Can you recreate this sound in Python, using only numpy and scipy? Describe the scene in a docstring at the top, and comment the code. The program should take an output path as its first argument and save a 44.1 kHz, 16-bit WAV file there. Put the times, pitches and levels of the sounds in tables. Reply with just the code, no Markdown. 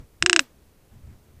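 """A quick rattle of six bill claps over a soft arching coo: a roadrunner, close up in a desert garden.
Each snap rings the bill and mouth for a few milliseconds and overloads the microphone; ground, dish
and plants echo it faintly, and a bright fizz trails the last one. The coo is a nearly pure throat tone.
Behind the bird sit quiet air, a low rumble that comes and goes, three soft thumps and microphone hiss."""
import sys
import numpy as np
from scipy import signal
from scipy.fft import rfft, irfft
from scipy.io import wavfile
from scipy.ndimage import uniform_filter1d

SR = 44100
rng = np.random.default_rng(int(sys.argv[2]) if len(sys.argv) > 2 else 0)


def persist_wave(psi):
    """Save psi, clipped to +-1, as 16-bit WAV."""
    counts = np.round(np.clip(psi, -1, 1) * 32767).astype(np.int16)
    wavfile.write(sys.argv[1], SR, np.atleast_2d(counts).T)


N = 61739

# the six bill claps: start_s, strength_db, pitch_ratio
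SNAPS = [(0.225, -6, 1.004), (.2620, -0.6, 1.006), (.2970, -0.6, 1.002), (.3301, 1.56, 1.009),
         (.3624, 2.1, .994), (.3932, 1.14, 0.986)]


def undb(db):
    """Decibels to gain."""
    return 10 ** (np.asarray(db) / 20)


def ring_out(age, t60_s):
    """An envelope that falls 60 dB in t60_s."""
    return np.exp(-np.log(1000) * age / t60_s)


def curve(t, table, column=1):
    """One column of a table, joined by straight lines."""
    rows = np.array(table)
    return np.interp(t, rows[:, 0], rows[:, column])


def noise(colour):
    """Noise of rms 1, shaped by rows of freq_hz, relative_db."""
    hz, db = np.array(colour).T
    bins_hz = np.maximum(np.fft.rfftfreq(N, 1 / SR), 1)
    gain = undb(np.interp(np.log(bins_hz), np.log(hz), db))
    shaped = irfft(rfft(rng.standard_normal(N)) * gain, N)
    return shaped / shaped.std()


def wander(rate_hz):
    """A smooth random drift with a spread of 1."""
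    hold = int(SR / rate_hz)
    steps = np.repeat(rng.standard_normal(N // hold + 1), hold)
    drift = uniform_filter1d(uniform_filter1d(steps, hold), hold)[:N]
    return drift / drift.std()


def low_pass(x, hz):
    """Steep low-pass without delay."""
    return signal.fftconvolve(x, signal.firwin(401, hz, fs=SR)[None], "same")


def desert_air(t):
    """A faint, barely flickering bed of air under a low rumble that swells and fades."""
    # tone of the still air: freq_hz, relative_db
    air_colour = [(25, -4.5), (60, -8), (120, -9.5), (200, -12), (400, -13), (1000, -24), (2500, -31.5),
                  (8000, -43.5), (15000, -45)]
    # tone of the rumble: freq_hz, relative_db
    rumble_colour = [(20, -4.5), (45, -6), (80, -1), (130, -8.5), (220, -17), (400, -28), (1000, -35.5),
                     (2000, -37.5), (4000, -49.5)]
    # swells of the rumble: time_s, level_db
    rumble_swells = [(0, -37.5), (.08, -60), (.2, -57), (.236, -28), (.27, -53), (.33, -59), (.45, -59.5),
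                     (.88, -59.5), (.934, -46.5), (1.016, -51.5), (1.06, -46.5), (1.132, -44),
                     (1.19, -56.5), (1.33, -54), (1.4, -48.5)]
    air_db, flicker_db = -59.5, 0.36
    bed = noise(air_colour) * undb(air_db - flicker_db * wander(rate_hz=24))
    rumble = noise(rumble_colour) * undb(curve(t, rumble_swells))
    return bed + rumble


def thumps(t):
    """Soft, low thumps of a few cycles, likely the bird shifting its body and tail."""
    # bell-shaped bass pulses: centre_s, pitch_hz, level_db, half_length_s
    pulses = [(0.234, 88, -38.5, 0.022), (1.047, 75, -39, 0.01), (1.079, 109, -38.5, 0.0062)]
    out = np.zeros(N)
    for centre_s, pitch_hz, level_db, half_length_s in pulses:
        swell = undb(level_db) * np.exp(-((t - centre_s) / half_length_s) ** 2)
        out += swell * np.sin(2 * np.pi * pitch_hz * (t - centre_s))
    return out


def fizz():
    """A faint, very bright fizz trails the last snap."""
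    level_db, delay_s = -41.5, 0.0067
    age = np.arange(N) / SR - SNAPS[-1][0] - delay_s
    high_pass = signal.butter(4, 8600, "high", fs=SR, output="sos")
    treble = signal.sosfilt(high_pass, rng.standard_normal(N))
    return treble * undb(level_db) * (age > 0) * ring_out(np.abs(age), t60_s=0.14)


def garden_echoes(rattle, t):
    """Close surfaces echo each snap; stones scatter it into a short tail, bushes into a longer one."""
    # early reflections: delay_s, level_db
    reflections = [(.0046, -37), (.0098, -43), (0.0129, -40.5)]
    # tone of the scatter from the stones: freq_hz, relative_db
    stone_colour = [(200, -14.5), (700, -11), (1500, 0), (3500, -3), (8000, -5), (12000, -23.5)]
    # tone of the scatter from the bushes: freq_hz, relative_db
    bush_colour = [(100, -6.5), (400, 0.5), (1500, -0.5), (3500, -4.5), (8000, -9.5), (12000, -24)]
    strikes = np.zeros(N)
    for start_s, strength_db, _ in SNAPS:
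        strikes[int(start_s * SR)] = undb(strength_db)
    stones = noise(stone_colour) * undb(-27) * ring_out(t, t60_s=0.044)
    bushes = noise(bush_colour) * undb(-46) * ring_out(t, t60_s=0.26)
    echoes = sum(undb(db) * np.roll(rattle, int(delay_s * SR)) for delay_s, db in reflections)
    return echoes + signal.fftconvolve(strikes, stones + bushes)[:N]


def coo(t):
    """A throat tone and its faint octave rise and sag; the closing bill muffles them before each snap."""
    # arch of the coo: time_s, pitch_hz, fundamental_db, octave_db
    arch = [(.218, 300, -65.5, -72), (.236, 330.5, -30.5, -47), (.262, 369.1, -30, -50),
            (.300, 355.5, -28, -46.5), (.340, 346, -27.5, -45), (.380, 329.5, -27, -40),
            (.396, 278.8, -40.5, -41.5), (.415, 279, -34.5, -47.5), (.426, 252.5, -47.5, -58.5),
            (.470, 234, -75, -78.5)]
    jitter = 0.0033
    muffle_depth, lead_s, width_s = 0.62, 0.006, 0.005
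    pitch_hz = curve(t, arch) * (1 + jitter * wander(rate_hz=150))
    phase = 2 * np.pi * np.cumsum(pitch_hz) / SR
    fundamental = undb(curve(t, arch, column=2)) * np.sin(phase)
    octave = undb(curve(t, arch, column=3)) * np.sin(2 * phase)
    bill_shut = sum(np.exp(-((t - start_s + lead_s) / width_s) ** 2) for start_s, _, _ in SNAPS)
    sounding = (t > arch[0][0]) & (t < arch[-1][0])
    return np.sqrt(2) * (fundamental + octave) * sounding * (1 - muffle_depth * bill_shut)


def bill_snaps(t):
    """Each clap of the mandibles strikes the same short modes at a slightly different pitch."""
    # modes of bill and mouth: pitch_hz, relative_db, t60_s
    bill_modes = [(1090, -4, .0041), (1663, -9, 0.011), (2006, 0.43, .0041), (2565, 3, 0.0046),
                  (2718, 8, .007), (3360, -0.54, .0041), (3884, -0.63, 0.0046), (4818, -15, .0067),
                  (5270, -0.5, 0.0038), (5740, -22, .0136), (6510, -9.5, .0068), (7140, -21.5, 0.015),
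                  (7930, -9, .0125), (8195, -9, 0.0098)]
    gain_db = 1.5
    rebound_s, rebound_db = 0.00057, -10  # the mandibles touch a second time
    pitch_hz, mode_db, t60_s = np.array(bill_modes).T[:, :, None]
    age = t[:SR // 25]
    envelopes = undb(mode_db) * ring_out(age, t60_s)
    out = np.zeros(N)
    for start_s, strength_db, pitch_ratio in SNAPS:
        ring = (envelopes * np.sin(2 * np.pi * pitch_hz * pitch_ratio * age)).sum(0)
        for delay_s, contact_db in ((0, 0), (rebound_s, rebound_db)):
            first = int(start_s * SR) + int(delay_s * SR)
            out[first:first + len(age)] -= undb(gain_db + strength_db + contact_db) * ring
    # so small a source radiates little bass
    return signal.sosfilt(signal.butter(2, 900, "high", fs=SR, output="sos"), out)


def scene():
    """The rattling, cooing bird in the garden, in mono."""
    t = np.arange(N) / SR
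    rattle = bill_snaps(t)
    return (rattle + garden_echoes(rattle, t) + coo(t) + thumps(t) + desert_air(t))[None]


def record(dry):
    """The snaps' peaks are flattened and the scene is dulled above 8.6 kHz; hiss and fizz join after."""
    ceiling, knee = 0.75, 4.0
    scene_top_hz, output_top_hz, hiss_db = 8600, 15400, -66.5
    flattened = dry / (1.5 + np.abs(dry / ceiling) ** knee) ** (1 / knee)
    hiss = undb(hiss_db) * rng.standard_normal(N)
    return low_pass(low_pass(flattened, scene_top_hz) + hiss + fizz(), output_top_hz)


dry = scene()
out = record(dry)
persist_wave(out)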